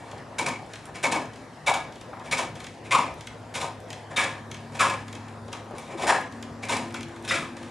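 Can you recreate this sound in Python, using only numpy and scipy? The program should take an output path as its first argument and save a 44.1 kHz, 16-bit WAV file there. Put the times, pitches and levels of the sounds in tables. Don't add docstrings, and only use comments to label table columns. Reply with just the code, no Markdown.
import sys
import numpy as np
from scipy import signal
from scipy.fft import rfft, irfft
from scipy.io import wavfile
from scipy.ndimage import uniform_filter1d

SR = 44100
rng = np.random.default_rng(int(sys.argv[2]) if len(sys.argv) > 2 else 0)


def unload_audio(sound):
    columns = np.transpose(np.atleast_2d(sound))
    steps = np.round(np.clip(columns, -1, 1) * 32767)
    wavfile.write(sys.argv[1], SR, steps.astype(np.int16))


def volts_from_db(level):
    exponent = np.asarray(level, float) / 20
    return 10 ** exponent


N = 339570

# freq_hz, density_db_per_hz
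YARD_SPECTRUM = [(15, -51), (25, -42), (114, 6.5), (156, -7), (433, -5), (712, -4), (1050, -8.5),
                 (1400, -13), (1850, -12.5), (2250, -20), (2900, -22), (9010, -32.5), (12000, -37),
                 (13000, -46)]
# freq_hz, likeness
LIKENESS = [(60, 1), (230, 0.96), (870, 0.87), (3300, 0.76), (10000, 0.72), (11200, 0.13)]
# time_s, pitch_hz, level_db
MOTOR_TONE = [
    (0, 106.8, -51),
    (1, 107, -55.5),
    (2, 108, -59),
    (3.1, 106.5, -50.5),
    (4.1, 104.5, -48),
    (4.7, 104.2, -45),
    (5.5, 104.8, -47.5),
    (6, 105.3, -59.5),
    (6.5, 105.5, -46),
    (7.7, 105.9, -54),
]
# start_s, length_s, start_hz, end_hz, level_db
MOTOR_SWELLS = [(0, 4.3, 232.7, 230, -61), (4.38, .5, 228, 228, -48), (5.0, .55, 229, 229, -48),
                (5.6, .6, 230, 230, -54), (6.3, .8, 231.5, 233.5, -43), (7.15, .8, 234, 237, -47),
                (4.5, .85, 271, 270, -55), (6.15, .95, 273, 276, -51), (7.25, .6, 278, 280, -53),
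                (6.75, .95, 339, 339, -48), (4.05, .9, 146, 142, -53)]
# freq_hz, t60_s
ROOM_DECAY = [(250, 0.28), (700, 0.31), (2000, 0.36), (5000, 0.39), (11000, 0.089)]

# start_s, peak_db
CORD_TICKS = [(0.1146, -35.5), (0.7352, -30), (0.756, -34), (2.0124, -35.5), (2.555, -34.5), (2.603, -33),
              (2.6429, -32), (2.667, -32), (3.2085, -33.5), (3.271, -30), (3.9039, -29), (3.929, -30.5),
              (4.5143, -29.5), (4.5439, -32), (5.0815, -34.5), (5.128, -32.5), (5.152, -33.5),
              (5.5288, -27), (6.4263, -31), (6.9426, -28.5), (7.0084, -31), (7.03, -30), (7.568, -35.5),
              (7.6299, -37)]
FAINT_CORD_TICKS = [0.1804, 1.256, 1.3344, 1.3594, 1.924, 1.957, 2.196, 4.568, 5.283, 5.482, 6.324, 6.906]
FAINT_TICK_DB = -41
# start_s, peak_db, pitch_hz
FRAME_KNOCKS = [(0.738, -29, 681), (2.012, -33, 417), (2.131, -18.5, 990), (2.17, -20, 750),
                (2.209, -32, 748), (5.483, -22, 510), (5.533, -23, 1000), (5.55, -20.5, 930),
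                (5.71, -20, 587), (5.721, -30, 300), (5.737, -18.5, 308), (5.923, -45, 730),
                (5.937, -21, 324), (0.13, -23, 710), (6.944, -18, 1350), (7.163, -29, 1550)]
# start_s, peak_db, brightness_db, buzz_share
REST_TAPS = [(.624, -46, 8, .05), (.663, -45, 8, .3), (.8555, -32, 5, .25), (3.14, -41, 8, .1),
             (3.803, -42, 6, .1), (5.709, -47, 6, .3), (5.7828, -29, 1, .25), (6.2125, -33, 8, .05),
             (6.9244, -39, 8, .05), (7.085, -42, 8, .05), (7.162, -36, -8, .3), (7.225, -40, 6, .05)]
# freq_hz, width_hz, level_db, brightness_share
STEEL_MODES = [(2380, 250, -4, 0), (3500, 400, -1, 0), (5800, 700, -6, 0.83), (7300, 800, -6, 1),
               (8900, 480, -3, 1), (11000, 1900, -16, 1)]

# start_s, length_s, hiss_db, wood_start_db, wood_end_db
RETURN_STROKES = [(0.0, 0.23, -40, -40, -50), (0.689, 0.21, -38.5, -57, -34.5),
                  (1.32, 0.14, -41.5, -45, -56), (1.929, 0.3, -42.5, -55, -33.5),
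                  (2.552, 0.24, -36, -41, -70), (3.172, 0.44, -41, -47, -53),
                  (3.878, 0.16, -39.5, -46, -55), (4.5, 0.26, -42, -44.5, -53),
                  (5.068, 0.89, -41.5, -44, -55), (5.749, 0.14, -35.5, -42, -61),
                  (6.312, 0.27, -43, -42.5, -56), (7.08, 0.14, -43, -48, -37),
                  (7.564, 0.22, -37.5, -40.5, -47)]
RUB_RISE_S, RUB_IN_DB, RUB_FALL_DB_PER_S = 0.099, 1, 38
# start_s, rise_s, wood_db, blade_over_wood_db, hiss_over_wood_db
EDGE_BITES = [(0.383, 0.01, -31, -5, -3.5), (0.46, 0.021, -32.5, -9.5, -8.5),
              (1.027, 0.03, -27.5, -11, -8.5), (1.114, 0.03, -25.5, -11.5, -11.5),
              (1.663, 0.028, -21.5, -15, -11), (1.736, 0.0033, -25, -9, -11.5),
              (2.311, 0.017, -29.5, -8, -0.5), (2.369, 0.027, -27, -7.5, -7.5),
              (2.908, 0.05, -18, -8, -14.5), (3.539, 0.037, -37, -5, -2), (3.599, 0.036, -30.5, -14, -9),
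              (4.162, 0.036, -26, -4, -7), (4.792, 0.02, -19.5, -9.5, -9.5),
              (6.068, 0.028, -19, -13.5, -11.5), (6.685, 0.03, -27.5, -8, -6.5),
              (7.276, 0.07, -29.5, -2.5, -6)]
# start_s, rise_s, wood_db, blade_over_wood_db, hiss_over_wood_db
EDGE_SOFT_CONTACTS = [(0.942, 0.014, -42, 1, -4), (2.238, 0.018, -42, -5.5, -9), (2.84, 0.015, -48, 2.5, -3.5),
                      (4.099, 0.01, -40, -19, -11.5), (4.72, 0.051, -42.5, -12, -7), (5.516, 0.013, -46.5, -2, -3),
                      (5.876, 0.043, -38.5, -7, -14), (5.973, 0.063, -29, -10, -10),
                      (6.623, 0.011, -40, 1.5, -4.5), (6.941, 0.0053, -43, 3, -4.5), (7.225, 0.029, -43, -9, -5)]
BITE_IN_DB, GRAZE_IN_DB = 13, 12
DIES_DB, GRAZE_FALL_DB_PER_S = 27, 153
EARLY_BLADE_DB, EARLY_HISS_DB, LATE_BLADE_DB, LATE_HISS_DB = 8, 9, -4.5, -7
SETTLED_HZ = 843
# start_s, blade_main_over_others_db, shank_db, fall_db_per_s, bed_over_wood_db
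HAND_GRIPS = [(0, 12, -3.5, 148, -11.5), (.9, 6, -3.5, 163, -8.5), (1.6, 4, 2, 167, -23.5),
              (2.2, 2, -1, 195, -15.5), (2.8, -12, 0, 147, -19.5), (3.5, -8, -1, 186, -20),
              (4.05, -2, 1, 130, -16.5), (4.7, -5, -1, 120.5, -22), (5.4, -6, -0.5, 120, -13),
              (6.06, -17, -4.5, 148, -21), (6.5, -6, -1.5, 110, -11), (7.2, -17, 1, 131, -14)]
# start_s, wood_region_hz, unfocused_share, upper_wood_db
SPINDLE_PLACES = [(0, 1010, 1, -5), (.9, 950, 1, -4), (1.6, 866, 0.077, 4.5), (2.2, 930, .99, -2.5),
                  (2.8, 1080, 0.33, -3), (3.5, 935, 0.98, -14), (4.05, 1090, 0.69, 7.5),
                  (4.7, 1150, 0.46, 6.5), (5.4, 810, 1, -10), (6.06, 940, 1, 4), (6.5, 920, 0.92, -0.5),
                  (7.2, 1450, .99, -0.5)]
# time_s, boost_db
GRAIN_CATCHES = [(0.387, 5.5), (0.466, 10.5), (0.491, 5.5), (.96, 1.5), (1.04, 8.5), (1.126, 6),
                 (1.151, -2.5), (1.184, -1.5), (1.678, 4.5), (1.692, 2), (1.747, 0.5), (2.328, 0),
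                 (2.402, -1), (2.925, 7.5), (2.95, 2.5), (2.969, -7), (2.994, 0.5), (3.556, 7.5),
                 (3.616, 5.5), (4.175, 4.5), (4.754, 7.5), (4.826, 1), (4.937, 3.5), (6.078, 3),
                 (6.104, 2.5), (6.633, 3), (6.698, 2.5), (6.718, -2), (7.296, -0.5), (7.320, 5)]
# time_s, boost_db
SHAVING_SPITS = [(.389, 4.5), (.465, 3), (.476, 4.5), (.4894, 4), (1.0406, 0.5), (1.055, 2), (1.0685, 3),
                 (1.121, 0), (1.1288, 3), (1.1492, 2.5), (1.183, 3), (1.69, -7), (1.7435, 4), (1.7906, -1),
                 (1.757, -6), (2.3237, 0.5), (2.3839, 1), (2.912, -3), (2.9887, 2), (3.5614, 0.5),
                 (4.1707, 3.5), (4.2007, 2), (4.243, 8), (4.806, 1.5), (4.9, 5), (6.0254, 5.5), (6.09, 2),
                 (6.13, 0), (6.655, 7), (6.725, 1.5), (6.77, 5), (7.2521, 8), (7.2791, -1.5), (7.2955, 4),
                 (7.335, -6)]
# start_s, length_s, pitch_hz, level_db
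EDGE_CHATTER = [(0.403, 0.015, 2260, -30.5), (0.462, .014, 2246, -32), (0.475, 0.0088, 2260, -29),
                (0.5, 0.015, 2260, -36), (0.531, .016, 2260, -35.5), (0.552, 0.026, 2260, -40.5),
                (1.154, 0.023, 2230, -33), (1.036, 0.03, 2260, -24.5), (1.669, 0.036, 2260, -20.5),
                (2.319, 0.032, 2260, -22), (2.91, 0.011, 2130, -24), (4.161, .012, 3690, -30.5),
                (4.169, 0.039, 2280, -24), (4.789, 0.01, 2430, -33), (4.799, 0.016, 1250, -26),
                (7.288, 0.013, 5250, -31.5), (7.294, 0.016, 3620, -32.5), (7.306, 0.029, 1962, -24.5)]
# start_s, length_s, pitch_hz, peak_db
SPINDLE_SURGES = [(0.394, 0.0058, 970, -18), (0.411, 0.0076, 955, -20), (0.4677, 0.0058, 855, -22),
                  (0.496, 0.0047, 880, -25), (1.039, 0.0041, 875, -18), (1.0477, 0.0068, 800, -18),
                  (1.1244, 0.0048, 886, -22), (1.132, 0.0066, 944, -19), (1.1536, 0.0096, 812, -20.5),
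                  (1.6866, 0.0073, 880, -12), (1.702, 0.0041, 890, -15), (1.712, 0.0058, 836, -10),
                  (1.723, 0.0075, 893, -20), (1.755, 0.0044, 850, -21), (2.413, 0.0042, 735, -23),
                  (2.4343, 0.007, 770, -23), (2.927, 0.0098, 1100, -13.5), (2.9469, 0.0069, 1116, -6.5),
                  (2.9608, 0.0079, 1035, -14), (2.9668, 0.0039, 1067, -9), (2.988, 0.0081, 1012, -8),
                  (3.015, 0.0089, 1041, -22), (3.052, 0.0054, 947, -28), (3.6342, 0.0031, 880, -26),
                  (3.642, 0.0039, 822, -18), (4.183, 0.0042, 1080, -18), (4.2, 0.0039, 980, -23),
                  (4.8053, 0.0057, 1210, -9), (4.814, 0.0046, 1120, -19), (4.832, 0.0073, 1070, -18),
                  (4.8433, 0.007, 1100, -18), (4.8481, 0.007, 1030, -13), (4.876, 0.0038, 1043, -17),
                  (4.8958, 0.0076, 1030, -20), (6.039, 0.0034, 843, -20), (6.061, 0.0064, 734, -17),
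                  (6.079, 0.0064, 821, -13), (6.0854, 0.0081, 824, -15.5), (6.1, 0.0037, 885, -10),
                  (6.1, 0.0074, 950, -14), (6.1101, 0.012, 921, -20), (6.1202, 0.0048, 910, -19),
                  (6.1255, 0.0057, 820, -10), (6.184, 0.0063, 800, -21), (6.693, 0.014, 953, -19),
                  (6.762, 0.0067, 917, -20), (7.307, 0.0047, 1249, -16), (7.3105, 0.0042, 1310, -20)]
# start_s, length_s, pitch_hz, peak_db
BED_THUMPS = [(0.413, 0.018, 295, -27), (0.507, 0.017, 249, -29), (1.063, 0.035, 276, -27),
              (1.133, 0.023, 290, -31), (1.157, 0.035, 304, -26), (1.198, 0.023, 290, -35),
              (2.408, 0.023, 304, -34), (3.009, 0.033, 276, -35), (5.932, 0.039, 340, -30),
              (6.03, 0.025, 360, -28), (6.064, 0.018, 329, -27), (6.091, 0.018, 390, -34),
              (6.114, 0.012, 400, -26), (6.709, 0.034, 286, -36), (6.755, 0.014, 278, -31),
              (6.797, 0.02, 260, -32), (7.342, 0.023, 293, -29)]

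# freq_hz, width_hz, level_db
WOOD_MODES = [(427, 26, -5), (450.6, 11.7, 1.5), (542, 58, 2.5), (670, 49, 0.5), (740, 86, -3),
              (876, 54, -5.5), (932, 49, -2), (1001, 95, -2.5), (1066, 35.6, -1.5), (1116, 12, -4),
              (1234, 78, -2)]
# freq_hz, width_hz, level_db
WOOD_UPPER_MODES = [(1350, 17, 0), (1440, 33, 1.5), (1567, 20, 3), (1671, 48, 10), (1887, 220, 6.5),
                    (1920, 110, 4)]
# freq_hz, width_hz, level_db
BLADE_MAIN_MODE = [(2260, 66, 0)]
# freq_hz, width_hz, level_db
BLADE_MODES = [(2072, 120, 8.5), (2373, 43, 18), (2516, 250, 5), (2760, 29, -13)]
# freq_hz, width_hz, level_db
BLADE_HIGH_MODES = [(5040, 70, -3), (5660, 60, 11.5), (7060, 240, 1.5), (9650, 270, 6.5)]
# freq_hz, width_hz, level_db
SHANK_MODES = [(3070, 33, -20), (3570, 210, 4), (3890, 120, -3)]
# freq_hz, density_db_per_hz
TEAR_SPECTRUM = [(880, -23), (1500, 13.5), (2100, -11.5), (2270, -4.5), (2950, -13), (8980, -17),
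                 (12200, -30), (13000, -38)]

# freq_hz, level_db
SCATTER_SPECTRUM = [(300, -22), (2000, -51.5), (5000, -18.5), (10000, -12), (12000, -1)]
# freq_hz, gain_db
CAPSULE_RESPONSE = [(20, -33), (45, -3), (60, 0.5), (11000, -0.5), (11700, -5), (12350, -3.5), (12550, -14)]
# freq_hz, left_over_right_db
PORT_BIAS = [(60, .4), (300, 1.9), (1100, 2.1), (2700, .8), (5900, .9), (7300, -1), (10600, -1.8),
             (12100, -7.4)]
# freq_hz, left_lead_rad
PORT_LEAD = [(300, 0), (3000, -.12), (6000, -.42), (10400, -.52), (11400, -1.6), (12100, -2.8)]


def evened(x):
    return x / np.sqrt(np.mean(x ** 2) + 1e-20)


def read(points, hz):
    f, value = np.transpose(points)
    return np.interp(np.log(hz + 1), np.log(f + 1), value)


def resonate(x, hz, width_hz):
    turn = np.exp(2j * np.pi * np.cumsum(hz * np.ones(len(x))) / SR)
    r = np.exp(-np.pi * width_hz / SR)
    return 2 * (turn * signal.lfilter([1 - r], [1, -r], x / turn)).real


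def resonate_twice(x, hz, width_hz):
    return resonate(resonate(x, hz, width_hz), hz, width_hz)


def ring(x, modes):
    total = np.zeros(len(x))
    for k, (hz, width_hz, db) in enumerate(modes):
        b, a = signal.iirpeak(hz, hz / width_hz, SR)
        total += (-1) ** k * volts_from_db(db) * signal.lfilter(b, a, x)
    return evened(total)


def colour(x, db):
    return irfft(rfft(x) * volts_from_db(db), N)


def flutter(samples, depth_db):
    size = max(int(samples), 2)
    smooth = uniform_filter1d(uniform_filter1d(rng.standard_normal(N), size), size)
    return volts_from_db(depth_db * evened(smooth))


def follow(db, size, origin):
    return uniform_filter1d(volts_from_db(db), size=size, origin=origin)


def controls(tables, rest):
    t, out = np.arange(N) / SR, np.repeat(np.array(rest, float)[:, None], N, 1)
    for rows in tables:
        s, *columns = np.transpose(rows)
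        on = slice(round(s[0] * SR), round(s[-1] * SR))
        out[:, on] = [np.interp(t[on], s, c) for c in columns]
    return out


def by_stroke(rows, s):
    start, *columns = np.transpose(rows)
    row = np.maximum(np.searchsorted(start, s, "right") - 1, 0)
    return [c[row] for c in columns]


def yard():
    frames, hz = N // 256 + 5, np.fft.rfftfreq(1024, 1 / SR)
    a, b, c, d, patches = rng.standard_normal((frames, 513, 5)).T
    patches = uniform_filter1d(patches, size=10, axis=0)
    patches = evened(uniform_filter1d(patches, size=16, axis=1))
    same = np.clip(read(LIKENESS, hz) - .02, -1, 1)[:, None]
    left = a + 1j * b
    z = np.array([left, same * left + np.sqrt(1 - same ** 2) * (c + 1j * d)])
    z *= volts_from_db(read(YARD_SPECTRUM, hz)[:, None] + 2.4 * patches)
    noise = signal.istft(z, nperseg=1024, noverlap=768)[1][:, :N]
    return volts_from_db(-44.0) * evened(noise)


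def motor_tone(hz):
    return np.sqrt(2) * flutter(6000, 1.07) * np.sin(2 * np.pi * np.cumsum(hz) / SR)


def drone():
    t = np.arange(N) / SR
    s, hz, db = np.transpose(MOTOR_TONE)
    out = volts_from_db(np.interp(t, s, db)) * motor_tone(np.interp(t, s, hz))
    for s, length, a_hz, b_hz, db in MOTOR_SWELLS:
        swell = np.clip(np.minimum(t - s, s + length - t) / .07, 0, 1)
        out += volts_from_db(db) * swell * motor_tone(np.interp(t, [s, s + length], [a_hz, b_hz]))
    return out


def shop(x):
    echoes = np.zeros((2, SR // 2))
    at = np.arange(200, SR // 2 - 20, 20) + rng.integers(0, 20, (2, (SR // 2 - 201) // 20))
    np.put_along_axis(echoes, at, rng.choice([-1., 1.], at.shape), 1)
    hz, t, z = signal.stft(echoes, SR, nperseg=256)
    same = np.clip(read(LIKENESS, hz) - .05, -1, 1)[:, None]
    z[1] = same * z[0] + np.sqrt(1 - same ** 2) * z[1]
    decay = volts_from_db(-60 * t / read(ROOM_DECAY, hz)[:, None])
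    tail = signal.istft(z * decay, SR, nperseg=256)[1]
    return signal.fftconvolve(x[None], tail / np.linalg.norm(tail[0]), axes=1)[:, :N]


def knocks():
    out, t = np.zeros(N + 4000), np.arange(4000) / SR
    shape = (1 - np.exp(-t / 0.0006)) * np.exp(-t / 0.012)
    for (s, db, hz), push in zip(FRAME_KNOCKS, rng.standard_normal((len(FRAME_KNOCKS), len(t)))):
        rattle = evened(resonate_twice(push, hz, 590)) * shape
        out[round(s * SR) - 40:][:len(t)] += volts_from_db(db - 15) * rattle
    return out[:N]


def ticks():
    out, t = np.zeros(N + 2000), np.arange(2000) / SR
    rows = CORD_TICKS + [(s, FAINT_TICK_DB) for s in FAINT_CORD_TICKS]
    grit, pitch = rng.standard_normal((len(rows), 2, len(t))), rng.uniform(0.93, 0.98, len(rows))
    chirp_shape = (t / .004) ** 1.5 * np.exp(-(t / .0055) ** 4)
    burst_shape = (1 - np.exp(-t / .0003)) * np.exp(-(t / .0045) ** 2)
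    tap_shape = (t / .004) * np.exp(-(t / .007) ** 2)
    for (s, db), (fizz, push), share in zip(rows, grit, pitch):
        sweep_hz = 3100 * share + 6000 * np.exp(-t / .0015)
        chirp = np.sin(2 * np.pi * np.cumsum(sweep_hz) / SR) * chirp_shape
        burst = evened(resonate_twice(fizz, 5800, 5000)) * burst_shape
        tap = evened(resonate_twice(push, 2000, 2200)) * tap_shape
        snap = .65 * chirp + .55 * burst + .6 * tap
        out[round(s * SR) - 40:][:len(t)] += volts_from_db(db - 3.0) * snap
    return out[:N]


def taps():
    out, t = np.zeros(N + 4000), np.arange(4000) / SR
    pushes = rng.standard_normal((len(REST_TAPS), len(t)))
    for (s, db, bright_db, buzz_share), push in zip(REST_TAPS, pushes):
        buzz = push * (np.exp(-t / .002) + buzz_share * np.exp(-t / .022))
        rung = np.zeros(len(t))
        for hz, width_hz, mode_db, share in STEEL_MODES:
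            gain = volts_from_db(mode_db + share * bright_db) * np.sqrt(1000 / width_hz)
            rung += gain * resonate(buzz, hz, width_hz)
        out[round(s * SR) - 10:][:len(t)] += volts_from_db(db) * rung / abs(rung).max()
    return out[:N]


def chatter():
    out = np.zeros(N)
    pushes = rng.standard_normal((len(EDGE_CHATTER), 2, 6000))
    for (s, length, hz, db), push in zip(EDGE_CHATTER, pushes):
        u = np.arange(6000) / SR / length
        wobble, throb = evened(uniform_filter1d(push, size=90))
        shape = volts_from_db(db + 2.0 + 3.1 * throb) * np.sin(np.pi * np.minimum(u, 1)) ** .5
        phase = 2 * np.pi * np.cumsum(hz * (1 + .03 * wobble)) / SR
        out[round(s * SR):][:6000] += shape * np.sin(phase)
    return out


def surges(rows):
    out, hush = np.zeros(N), np.ones(N)
    for (s, length, hz, db), turn in zip(rows, rng.random(len(rows))):
        t = np.arange(0, length, 1 / SR)
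        shape = np.sin(np.pi * (t / length) ** 1.77)
        at = slice(round(s * SR), round(s * SR) + len(t))
        out[at] += volts_from_db(db - 2.5) * shape * np.sin(2 * np.pi * (hz * t + turn))
        hush[at] *= 1 - .65 * shape
    return out, hush


def returns():
    tables = []
    for s, length, db, a_db, b_db in RETURN_STROKES:
        tables.append([(s, a_db, db - RUB_IN_DB),
                       (s + RUB_RISE_S, a_db, db),
                       (s + length, b_db, db - RUB_FALL_DB_PER_S * length)])
    return controls(tables, [-120, -120])


def cuts():
    rows = sorted([(*r, True) for r in EDGE_BITES] + [(*r, False) for r in EDGE_SOFT_CONTACTS])
    next_s = [r[0] for r in rows[1:]] + [N / SR]
    tables = []
    for (s, rise, db, blade_db, hiss_db, deep), after in zip(rows, next_s):
        in_db, fall, hz = GRAZE_IN_DB, GRAZE_FALL_DB_PER_S, SETTLED_HZ
        if deep:
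            in_db, fall, hz = BITE_IN_DB, by_stroke(HAND_GRIPS, s)[2], by_stroke(SPINDLE_PLACES, s)[0]
        top = min(s + rise, after - .002)
        gone = min(fall * (after - top) / DIES_DB, 1)
        soon = min(4 * gone, 1)
        tables.append([(s, db - in_db, blade_db + deep * EARLY_BLADE_DB, hiss_db + deep * EARLY_HISS_DB, hz),
                       (top, db, blade_db, hiss_db, hz),
                       (top + gone * DIES_DB / fall, db - gone * DIES_DB, blade_db + soon * LATE_BLADE_DB,
                        hiss_db + soon * LATE_HISS_DB, hz + gone * (SETTLED_HZ - hz))])
    return controls(tables, [-120, 0, 0, 900])


def catches(rows, length_s):
    t, boost_db = np.arange(N) / SR, np.zeros(N)
    for s, db in rows:
        near = slice(round(s * SR) - 800, round(s * SR) + 800)
        boost_db[near] += db * np.exp(-((t[near] - s) / length_s) ** 2)
    return volts_from_db(boost_db)


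def fibres(per_s, spread_db, smooth):
    size = volts_from_db(spread_db * np.minimum(rng.exponential(1, N), 2)) * rng.choice([-1., 1.], N)
    snaps = evened(size * (rng.random(N) < per_s / SR))
    return evened(snaps + smooth * rng.standard_normal(N))


def spindle(rough, region_hz, loose, upper_db):
    wood = ring(rough, WOOD_MODES) + volts_from_db(upper_db - 2.0) * ring(rough, WOOD_UPPER_MODES)
    focused = evened(resonate_twice(wood, uniform_filter1d(region_hz, size=300), 520))
    swells, hush = surges(SPINDLE_SURGES)
    return swells, hush * (focused + loose * wood) / (1 + 0.29 * loose)


def steel_blade(rough, grip_db):
    main = ring(rough * flutter(440, 1.9), BLADE_MAIN_MODE)
    others = ring(rough, BLADE_MODES)
    return (volts_from_db(grip_db) * main + others) / np.sqrt(1 + volts_from_db(grip_db) ** 2)


def shavings(drive, rough, shank_db):
    hz = np.fft.rfftfreq(N, 1 / SR)
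    tear_db = read(TEAR_SPECTRUM, hz) - 40 * np.clip(1 - hz / 2600, 0, 1)
    hiss = evened(colour(rough * flutter(580, 1.0), tear_db))
    hiss = hiss + 0.4 * ring(drive, BLADE_HIGH_MODES) + volts_from_db(shank_db - 4) * ring(rough, SHANK_MODES)
    return evened(hiss) * catches(SHAVING_SPITS, .0035)


def lathe_bed(drive, cut_db, bed_db):
    modes = [(136.0, 26, -3.5), (196.0, 39.0, -0.5), (253.0, 32.5, 0.5), (320, 56, -1.5)]
    level = volts_from_db(-53) + follow(cut_db + bed_db + 2, 3500, 1200)
    thumps, hush = surges(BED_THUMPS)
    return thumps + hush * level * ring(drive, modes)


def gouge():
    cut_db, blade_db, tear_db, region_hz = cuts()
    rub_db, rub_hiss_db = returns()
    t = np.arange(N) / SR
    grip_db, shank_db, _, bed_db = by_stroke(HAND_GRIPS, t)
    _, loose, upper_db = by_stroke(SPINDLE_PLACES, t)
    drive = fibres(3500, 3.2, 0.78) * catches(GRAIN_CATCHES, 0.0077)
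    rough = drive * flutter(106, 1.3)
    swells, wood = spindle(rough, region_hz, loose, upper_db)
    blade = steel_blade(rough, grip_db)
    hiss = shavings(drive, rough, shank_db)
    cutting = follow(cut_db - 1.0, 300, 149) * wood + follow(cut_db + blade_db, 300, 149) * blade
    cutting += follow(cut_db + tear_db + 4.0, 60, 29) * hiss
    rubbing = follow(rub_db - 9.0, 60, 29) * wood
    rubbing += follow(rub_hiss_db - 15.5, 60, 29) * evened(hiss + 0.5 * blade)
    return swells + cutting + lathe_bed(drive, cut_db, bed_db) + rubbing


def scene():
    cut, small = gouge() + chatter(), ticks() + knocks() + taps()
    smear = rng.standard_normal(1200) * np.exp(-np.arange(1200) / 260)
    smeared = signal.oaconvolve(cut + small, smear / np.linalg.norm(smear))[:N]
    scattered = colour(smeared, read(SCATTER_SPECTRUM, np.fft.rfftfreq(N, 1 / SR)))
    near = cut + small + np.array([[1], [-1]]) * scattered
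    return near + shop(volts_from_db(-11.0) * cut + volts_from_db(-7.0) * small) + yard() + drone()


def band_limit(x):
    return signal.sosfilt(signal.butter(12, 12520, fs=SR, output="sos"), x)


def record(dry):
    hz, sides = np.fft.rfftfreq(N, 1 / SR), np.array([[.5], [-.5]])
    gain = volts_from_db(read(CAPSULE_RESPONSE, hz) + sides * read(PORT_BIAS, hz))
    ports = gain * np.exp(1j * sides * read(PORT_LEAD, hz))
    mix = irfft(rfft(dry) * ports, N)
    return band_limit(mix)


dry = scene()
out = record(dry)
unload_audio(out)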